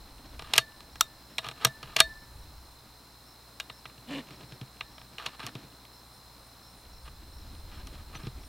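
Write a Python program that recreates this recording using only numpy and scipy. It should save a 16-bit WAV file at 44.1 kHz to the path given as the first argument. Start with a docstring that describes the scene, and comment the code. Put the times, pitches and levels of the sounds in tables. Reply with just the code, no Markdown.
"""A bolt-action rifle is worked on an outdoor bench. From the start, crickets trill and chirp in the meadow
and a breeze rumbles on the microphone over a faint hum. The bolt slides and locks, steel on steel, and
at 1 s the striker snaps on an empty chamber. By 2 s the bolt is cycled again, setting the barrel ringing.
From 3.6 s the rifle is handled: small taps, a juddering slide, soft bumps on the rests. From 6 s a
katydid (a bush cricket) lisps, and near the end a hand makes one tiny squeak."""
import sys
import numpy as np
from scipy import signal
from scipy.fft import rfft, irfft, next_fast_len
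from scipy.io import wavfile
from scipy.ndimage import uniform_filter1d, map_coordinates

SR = 44100
rng = np.random.default_rng(int(sys.argv[2]) if len(sys.argv) > 2 else 0)


def transcribe(signal):
    """Save signal, clipped to [-1, 1], as a 16-bit WAV file at the path in sys.argv[1]."""
    frames = np.atleast_2d(signal).T
    limited = np.clip(frames, -1, 1)
    pcm = np.round(limited * 32767).astype(np.int16)
    wavfile.write(sys.argv[1], SR, pcm)


N = 373968


def amp(db):
    """Turn decibels (dB) into a number to multiply by."""
    return 10 ** (np.asarray(db) / 20)


def unit(x):
    """Scale a sound to an average strength (rms) of 1."""
    return x / np.sqrt(np.mean(x ** 2) + 1e-20)


def clock(seconds):
    """The time of every sample in a stretch this long."""
    return np.arange(int(seconds * SR)) / SR


def curve(rows):
    """Join (time, value) points with straight lines, one value per sample."""
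    times, values = np.transpose(rows)
    return np.interp(np.arange(N) / SR, times, values)


def wobble(rate):
    """A smooth random curve through `rate` new values a second."""
    points = rng.standard_normal(int(N * rate / SR) + 4)
    return map_coordinates(points, [np.arange(N) * rate / SR])


def add(track, start, sound):
    """Mix a sound into the track, `start` seconds in."""
    part = track[max(round(start * SR), 0):][:len(sound)]
    part += sound[:len(part)]


def tone(pitch):
    """A pure tone that follows a changing pitch in Hz."""
    return np.sin(2 * np.pi * np.cumsum(pitch) / SR)


def filtered(x, response):
    """Turn each frequency f in x up or down by response(f)."""
    n = x.shape[-1]
    padded = next_fast_len(n + SR // 10)
    return irfft(rfft(x, padded) * response(np.fft.rfftfreq(padded, 1 / SR)), padded)[..., :n]


def resonate(x, modes):
    """Let x shake an object with these resonances, the pitches it likes to ring at."""
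    def response(f):
        return sum((-1) ** k * amp(db) * 1j * f * width / (hz * hz - f * f + 1j * f * width)
                   for k, (hz, width, db) in enumerate(modes))
    return filtered(x, response)


def noise(colour):
    """Noise of strength 1, shaped by (Hz, dB) points."""
    hz, db = np.transpose(colour)
    white = rng.standard_normal(N)
    return unit(filtered(white, lambda f: amp(np.interp(np.log(f + 1), np.log(hz), db))))


def narrow_hiss(hz, width):
    """Noise of strength 1 gathered around one pitch."""
    return unit(filtered(rng.standard_normal(N), lambda f: 1 / (1 + ((f - hz) * 2 / width) ** 2)))


# The colours of the open air and the breeze. Each row: frequency in Hz, relative level in dB.
AIR_COLOUR = [(20, -14), (60, -1), (150, 4), (300, -3), (600, -0.5), (950, 3), (1400, -2), (2000, -7.5),
              (3000, -11), (6500, -12), (15000, -12.5), (16000, -15.5)]
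BREEZE_COLOUR = [(15, -9), (35, -2.5), (55, -0.5), (80, -4.5), (120, -16), (250, -32), (800, -49.5)]
# How the breeze rises and falls. Each row: time in seconds, relative level in dB.
GUSTS = [(0.0, -58), (0.26, -60), (0.35, -51), (0.66, -67), (1.06, -61.5), (1.37, -76), (2.08, -55),
         (2.29, -61), (2.34, -51), (3.28, -79), (4.86, -69), (5.88, -76), (6.78, -68.5), (7.06, -53.5),
         (7.18, -58.5), (7.44, -49.5), (8.46, -53), (8.48, -61)]
# The tones of the hum. Each row: pitch in Hz, level in dB.
HUM_TONES = [(59.2, -62.5), (118.4, -66)]


def outdoors():
    """The open field murmurs, a breeze buffets the microphone, and two low tones hum."""
    t = np.arange(N) / SR
    breeze = amp(curve(GUSTS) + 5) * unit(noise(BREEZE_COLOUR) * amp(wobble(25)))
    hum = sum(amp(db) * np.sqrt(2) * np.sin(2 * np.pi * hz * t) for hz, db in HUM_TONES)
    air = amp(-57 + 0.59 * wobble(1.64)) * noise(AIR_COLOUR)
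    return air + breeze + hum


def tree_cricket(hz, strokes_per_s, fall, db):
    """An unbroken trill of wing strokes, each sagging in pitch."""
    strokes = np.cumsum(strokes_per_s * (1 + 0.0058 * wobble(3.05))) / SR
    progress = strokes % 1
    pitch = hz * (1 + fall * (.5 - progress) + 0.00402 * wobble(150))
    return amp(db + wobble(28)) * unit(np.sin(np.pi * progress) ** 2 * tone(pitch))


def far_katydid(hz, width, lisps_per_s, db):
    """A far katydid lisps faintly at a nearly even pace."""
    turns = np.cumsum(lisps_per_s * (1 + .1 * wobble(1))) / SR
    return amp(db) * narrow_hiss(hz, width) * np.sin(np.pi * turns) ** 6


# The nearer katydid's lisps. Each entry: start in seconds.
LISP_STARTS = [6.11, 6.43, 6.75, 7.02, 7.52, 8.11, 8.42]


def near_katydid(hz, width, db):
    """Each lisp is a short swell of high hiss."""
    out, hiss = np.zeros(N), narrow_hiss(hz, width)
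    swell = np.hanning(int(.09 * SR)) ** .5
    for start in LISP_STARTS:
        piece = np.roll(hiss, -round(start * SR))[:len(swell)]
        add(out, start, amp(db) * swell * piece)
    return out


def cricket(starts, hz, db, spacing_s, strokes):
    """Each chirp is a few falling wing strokes, blurred by the grass; pitch and level vary a little."""
    out, t = np.zeros(N), clock(0.023)
    progress = t / t[-1]
    for start in starts:
        chirp_hz, chirp_db = hz * (1 + rng.normal(0, .006)), db + rng.normal(0, 1)
        for k in range(strokes):
            flutter = .016 * unit(uniform_filter1d(rng.standard_normal(len(t)), size=60))
            pitch = chirp_hz * (1 + 0.022 * (.5 - progress) + flutter)
            stroke = unit(np.sin(np.pi * progress) * tone(pitch))
            add(out, start + k * spacing_s, amp(chirp_db) * stroke)
    return out


# Distant insects blend into bands of hiss. 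Each row: pitch in Hz, width in Hz, level in dB.
FAR_CHORUS = [(3866, 140, -71.5), (3610, 300, -73.5), (4186, 240, -68.5), (5120, 680, -66.5),
              (8600, 1000, -78)]
# The chirps of a high, slow cricket and of a lower, quick one. Each entry: start in seconds.
HIGH_CHIRP_STARTS = [.25, .92, 2.09, 2.386, 4.315, 4.91, 6.134, 6.66, 6.924, 7.37, 8.405]
LOW_CHIRP_STARTS = [1.299, 2.182, 3.26, 3.72, 4.48, 4.95, 5.93, 6.62, 7.32, 7.73, 8.201]


def insects():
    """The meadow: a far chorus, one steady trill, two chirping crickets and two katydids."""
    out = sum(amp(db + 1.2 * wobble(5.8)) * narrow_hiss(hz, width) for hz, width, db in FAR_CHORUS)
    out += tree_cricket(hz=4110, strokes_per_s=59.7, fall=0.039, db=-62.5)
    out += cricket(HIGH_CHIRP_STARTS, hz=5510, db=-64.5, spacing_s=.036, strokes=2)
    out += cricket(LOW_CHIRP_STARTS, hz=5350, db=-64.5, spacing_s=.019, strokes=4)
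    out += far_katydid(hz=8750, width=500, lisps_per_s=3.2, db=-72)
    return out + near_katydid(hz=9220, width=450, db=-66)


# How busy the hands are. Each row: time in seconds, relative level in dB.
HAND_ACTIVITY = [(0.0, -60.5), (0.47, -58), (0.61, -61), (1.39, -62), (1.6, -59), (2.57, -65), (3.4, -65.5),
                 (4.01, -62), (4.23, -55), (4.49, -56), (4.65, -61), (5.17, -61), (5.55, -57), (5.86, -64),
                 (6.16, -66), (7.32, -61), (7.7, -58), (8.48, -60)]
# The dull colour of rubbing cloth. Each row: frequency in Hz, relative level in dB.
CLOTH_COLOUR = [(60, -27), (125, -6.5), (200, -3.5), (290, -1.5), (420, -11.5), (700, -14), (1200, -18.5),
                (4000, -21), (12000, -50)]


def cloth_rub():
    """Sleeves and stock rub on bench and sandbag, swelling when the hands are busy."""
    busy_db = curve(HAND_ACTIVITY)
    rub_db = busy_db + 1 + .3 * (busy_db - busy_db.mean())
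    return amp(rub_db) * unit(noise(CLOTH_COLOUR) * amp(3.1 * wobble(35)))


def ticks(count=20, scatter_db=2):
    """Fingers and fittings tick at random, more often and louder the busier the hands are."""
    out, busy_db = np.zeros(N), curve(HAND_ACTIVITY)
    effort = np.cumsum(amp(busy_db) ** 2)
    for k, (place, size) in enumerate(rng.random((count, 2))):
        at = np.searchsorted(effort, effort[-1] * (k + place) / count)  # one tick per share of effort
        db = busy_db[at] + scatter_db * (2 * size - 1)
        add(out, at / SR, amp(db) * steel_hit(bright_db=-8, weight_db=-10, fade_s=.02))
    return out


# One squeak. In order: start in seconds, pitch in Hz, level in dB, length in seconds.
HAND_SQUEAK = (8.149, 6010, -55, .033)


def squeak():
    """A brief, unsteady squeak under the hand."""
    out = np.zeros(N)
    start, hz, db, length = HAND_SQUEAK
    swell = np.hanning(int(length * SR))
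    pitch = hz * (1 + .012 * wobble(400)[:len(swell)])
    add(out, start, amp(db) * unit(swell * tone(pitch)))
    return out


# The borders of four bands, low to high: thud, knock, clack, crack. Each entry: frequency in Hz.
BAND_EDGES = [90, 450, 1600, 4800, 15900]
THUD, KNOCK, CLACK, CRACK = range(4)


def band(x, which):
    """Keep only one of the four bands."""
    return signal.sosfilt(signal.butter(3, BAND_EDGES[which:which + 2], "band", fs=SR, output="sos"), x)


def unit_hit(x):
    """Give a short sound the energy of 10 milliseconds at strength 1."""
    return x / np.sqrt(np.sum(x ** 2) / (SR / 100) + 1e-20)


def chatter(t, fade_s, tail_db, tail_fade_s):
    """The force of a hit: a burst of tiny rebounds, then a weak rattle of loose parts."""
    fade = amp(-60 * t / fade_s) * (1 - np.exp(-t / 0.00024))
    spectrum = rfft(rng.standard_normal(len(t)) * fade)
    size = np.abs(spectrum)
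    # hard steel on steel spreads its force evenly over all frequencies
    evened = spectrum * 1.45 * size.mean() / (size + 0.39 * size.mean())
    burst = irfft(evened, len(t)) * amp(-15 * t / fade_s)
    rattle = amp(tail_db - 60 * t / tail_fade_s) * rng.standard_normal(len(t))
    return burst + rattle


# Resonances of the rifle's works and stock. Each row: pitch in Hz, width in Hz, relative level in dB.
BODY_MODES = [(128.8, 21.5, 19.5), (238.3, 51, -26), (284, 41, -7.5), (480, 46, -2), (625, 43, -4.5),
              (935, 330, -0.5), (1223, 96, 7.5), (1651, 79, 2), (1938, 107, 0.5), (2433, 384, 3),
              (2852, 156, 6.5), (3250, 320, 3), (4006, 260, 3), (4376, 205, 1), (5250, 300, -5),
              (5624, 170, -3.5), (6830, 900, -11.5), (8240, 590, -10.5), (10080, 900, -14.5),
              (12400, 550, -15), (14600, 350, -17)]


def body_hit(bands_db, fade_s):
    """One hit shakes the rifle's body in four bands; the thud lasts longest, the crack shortest."""
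    t, out = clock(.25), 0
    # each spot that is struck favours different resonances
    modes = [(hz, width, db + 1.85 * rng.standard_normal()) for hz, width, db in BODY_MODES]
    top_hz = 15100 * amp(bands_db[CRACK] - bands_db[CLACK])  # a softer hit loses more treble
    for which, stretch in enumerate([1.96, 1.08, 1.13, 0.84]):
        force = chatter(t, fade_s * stretch, tail_db=-27, tail_fade_s=0.11)
        softened = filtered(force, lambda f: 1 / (1 + 1j * f / top_hz))
        out = out + amp(bands_db[which]) * unit_hit(band(resonate(softened, modes), which))
    return out


def steel_hit(bright_db, weight_db, fade_s):
    """Steel meets steel: hardness gives the crack, the weight behind it the thud and knock."""
    knock_db = 2 + 0.4 * weight_db
    return body_hit([weight_db, knock_db, 0, bright_db], fade_s)


def ring(t, modes):
    """Struck metal rings with fading tones, their strengths a little different each time."""
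    tones = 0
    for hz, db, fade_s in modes:
        fade = amp(db + rng.normal(0, 1) - 60 * t / fade_s)
        tones = tones + fade * np.sin(2 * np.pi * (hz * t + rng.random()))
    return tones * (1 - np.exp(-t / 0.00074))


# Tones of the barrel and its steel housing. Each row: pitch in Hz, relative level in dB,
# seconds to fade by 60 dB.
BARREL_TONES = [(114, -9.5, 0.17), (655, 6.5, 0.12), (3695, 12, 0.11), (3913, 8, .06), (6140, -9, 0.09),
                (8350, -20, .1)]
# The barrel's twin bending tones. In order: pitch in Hz, gap to the twin in Hz, relative level in dB,
# the twin's dB compared with the first, seconds to fade by 60 dB.
BARREL_PING = (1757.5, 17.5, -2.5, -6, 0.56)


def barrel(t):
    """The barrel bends in two directions at nearly one pitch, so its ping dips and swells again."""
    hz, gap_hz, db, twin_db, fade_s = BARREL_PING
    ping = np.sin(2 * np.pi * hz * t) + amp(twin_db) * np.sin(2 * np.pi * (hz + gap_hz) * t)
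    return ring(t, BARREL_TONES) + amp(db - 60 * t / fade_s) * ping


# The stock's bumps. Each row: start in seconds, thud level in dB, rattle in dB compared with the thud.
STOCK_BUMPS = [(1.465, -45, -1), (3.978, -50.5, -9), (4.269, -52, -6), (4.3054, -48, -5.5),
               (4.432, -48, -12), (4.5207, -42.5, -8.5), (4.6117, -36, -13), (5.435, -40.5, -8),
               (5.5514, -36.5, -9), (5.639, -47.5, -16), (8.151, -43, -4.5), (8.233, -37, -18),
               (8.268, -33, -15)]


def bumps():
    """The stock settles on sandbag and bench with soft thuds that rattle its fittings."""
    out, t = np.zeros(N), clock(.5)
    for start, db, rattle_db in STOCK_BUMPS:
        add(out, start, amp(db) * body_hit([0, rattle_db - 5, rattle_db, rattle_db - 7.5], fade_s=0.028))
        add(out, start, amp(db + rattle_db - 19) * barrel(t))
    return out


# Resonances that a slipping part stirs. 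Each row: pitch in Hz, width in Hz, relative level in dB.
SLIP_MODES = [(151, 26, 7.5), (573, 260, 1.5), (1140, 320, -1.5), (1810, 180, 0), (2330, 300, -1.5),
              (2920, 200, 2), (3520, 180, -2), (4060, 390, -6.5), (8450, 4000, -24.5)]


def judder(start=4.068, db=-36.5, slips_per_s=276.6):
    """A tight part sticks and slips under one push: each slip sways the rifle and lets out a scrape."""
    t = np.arange(N) / SR - start
    rise_s, hold_s, release_s = .045, .08, .028
    push = np.interp(t, np.cumsum([0, rise_s, hold_s, release_s]), [0, 1, 1, 0])
    rate = slips_per_s * (1 - .25 * (1 - push)) * (1 + 0.05 * wobble(200))  # slower under less push
    turns = np.cumsum(rate) / SR
    sway = unit(np.sin(2 * np.pi * turns) + .17 * np.sin(4 * np.pi * turns))
    slips = rng.standard_normal(N) * np.exp(-(turns % 1) / .4) * amp(1.5 * wobble(250))
    scrape = unit(resonate(slips, SLIP_MODES))
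    return amp(db) * push * (amp(-2) * sway + amp(-4.5) * scrape)


# Sliding strokes. Each row: start in seconds, end in seconds, scrape level in dB.
SLIDES = [(0.385, 0.538, -53.5), (0.542, 0.581, -34), (1.413, 1.506, -49.5), (1.552, 1.625, -54.5),
          (1.61, 1.664, -41), (1.814, 1.953, -54.5), (1.969, 2.002, -32), (5.176, 5.296, -46.5),
          (5.282, 5.364, -57), (5.383, 5.497, -47.5), (7.044, 7.091, -52), (7.7, 7.82, -58),
          (7.964, 8.012, -58.5), (8.124, 8.18, -50.5), (8.176, 8.285, -57)]


def sliding(light_stroke_db=-43):
    """Rough surfaces catch on each other and shake the rifle's body; hard strokes are brighter."""
    t, out = np.arange(N) / SR, np.zeros(N)
    catches = rng.standard_normal(N) * amp(3.5 * wobble(260) + 1.5 * wobble(40))
    sharp_modes = [(1160, 94, -24), (1779, 21, 6.0), (3600, 30, -0.5)]
    grit = resonate(catches, BODY_MODES) + resonate(catches, sharp_modes)
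    rub = unit(band(grit, KNOCK))
    scrape = unit(band(grit, CLACK) + 0.58 * band(grit, CRACK))
    for start, end, db in SLIDES:
        on = (t > start) & (t < end)
        press = np.clip(np.minimum((t[on] - start) / 0.021, (end - t[on]) / 0.0033), 0, 1)
        rub_db = .5 - 0.58 * max(db - light_stroke_db, 0)  # the dull rub lags behind in hard strokes
        out[on] += amp(db) * press * (amp(rub_db) * rub[on] + scrape[on])
    return out


# The striker's fall. In order: start in seconds, relative level in dB, rough fade time in seconds.
STRIKER_FALL = (1.0088, -20.5, 0.019)
# Resonances of its snap. Each row: pitch in Hz, width in Hz, relative level in dB.
SNAP_MODES = [(696, 520, -16), (1286, 144, 4), (2700, 460, -4), (3680, 300, -1.5), (4380, 190, -5),
              (5700, 250, 0.5), (6940, 300, -6), (7660, 480, -4.5), (9550, 250, -10), (10900, 620, -10.5),
              (12500, 400, -16), (13460, 200, -5)]


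def striker():
    """The striker falls on an empty chamber: one dry, bright snap that rings mostly the higher tones."""
    out, t = np.zeros(N), clock(.5)
    start, db, fade_s = STRIKER_FALL
    force = chatter(t, fade_s, tail_db=-32.5, tail_fade_s=.12)
    add(out, start, amp(db + 4) * unit_hit(resonate(force, SNAP_MODES)))
    add(out, start, amp(db - 22) * ring(t, BARREL_TONES[2:]) + amp(db - 29.5) * barrel(t))
    return out


# Tones of the bolt handle. Each row: pitch in Hz, relative level in dB, seconds to fade by 60 dB.
HANDLE_TONES = [(4322, 1.5, .125), (4585, -15, .14), (405, -21, .12)]
# The bolt slams against its stop. Each row: start in seconds, level in dB, then the dB added to that
# level for brightness (crack), weight (thud), barrel ring and handle ring.
BOLT_SLAMS = [(0.5788, -15.5, -2, -26, -23, -18), (1.6477, -21.5, 3, -9, -18, -24),
              (2.002, -14, -1.5, -28, -17, -10.5)]
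# Lighter steel clicks. Each row: start in seconds, level in dB, the dB added for brightness and for
# weight, rough fade time in seconds.
STEEL_CLICKS = [(0.3925, -43, -6.5, -9, .03), (.421, -48, -5, 0.5, .012), (0.5342, -36, -5, -16, .009),
                (0.5358, -25, -1.5, -20, .021), (.5555, -32.5, -9, -22, .01), (0.562, -39, 5, -11, .01),
                (0.8045, -54, -1.5, -2, .018), (0.9555, -51, -3, -8, 0.018),
                (1.3818, -28, -7.5, -37, 0.018), (1.3872, -37, -6, -14.5, 0.024),
                (1.4431, -40.5, -11, -9, 0.056), (1.4858, -38, -2.5, -12, 0.015),
                (1.512, -46, -8, -7, 0.027), (1.668, -41.5, 0, 3.5, 0.05), (1.828, -43, -6, -1.5, 0.041),
                (1.962, -27, -12, -30, .017), (1.9646, -26.5, -0.5, -19, 0.023),
                (3.599, -34, -6, -37, 0.021), (3.605, -42, -6, -22, .013), (3.6974, -42, -13, -13.5, .026),
                (3.8538, -43.5, -16, -10.5, 0.032), (3.897, -57.5, -14, -8, 0.027),
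                (4.8079, -34, -19, -22, 0.018), (4.98, -51, -15, -9, 0.016), (5.014, -53, -17, -8, 0.016),
                (5.182, -39.5, -13, -30, 0.0098), (5.2605, -32.5, -7, -15, 0.048),
                (5.3934, -50, -7, 0, .015), (5.465, -43.5, 4.5, -6, 0.018), (5.8505, -55, -6, -16, .028),
                (7.076, -56, -12, 7.5, 0.037), (7.87, -52.5, 2.5, -8, .025)]


def bolt():
    """The bolt's slams set barrel and handle ringing; the lighter clicks barely stir them."""
    out, t = np.zeros(N), clock(1)
    for start, db, bright_db, weight_db, barrel_db, handle_db in BOLT_SLAMS:
        add(out, start, amp(db) * steel_hit(bright_db, weight_db, fade_s=.031))
        add(out, start, amp(db + barrel_db) * barrel(t) + amp(db + handle_db) * ring(t, HANDLE_TONES))
    for start, db, bright_db, weight_db, fade_s in STEEL_CLICKS:
        add(out, start, amp(db) * steel_hit(bright_db, weight_db, fade_s))
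        add(out, start, amp(db - 22) * barrel(t) + amp(db - 36) * ring(t, HANDLE_TONES))
    return out


def scene():
    """Everything comes from the front; only a trace of hiss differs between the ears."""
    rifle = bolt() + striker() + bumps() + ticks() + sliding() + judder()
    middle = rifle + cloth_rub() + squeak() + insects() + outdoors()
    side = amp(-65) * noise([(30, -4.0), (300, -1), (1500, -6.5), (15000, -5)])
    return np.array([middle + side, middle - side])


def record(dry):
    """Flatten any peak beyond full scale, then remove everything above 16000 Hz."""
    return filtered(np.clip(dry, -1, 1), lambda hz: hz < 16000)


dry = scene()
out = record(dry)
transcribe(out)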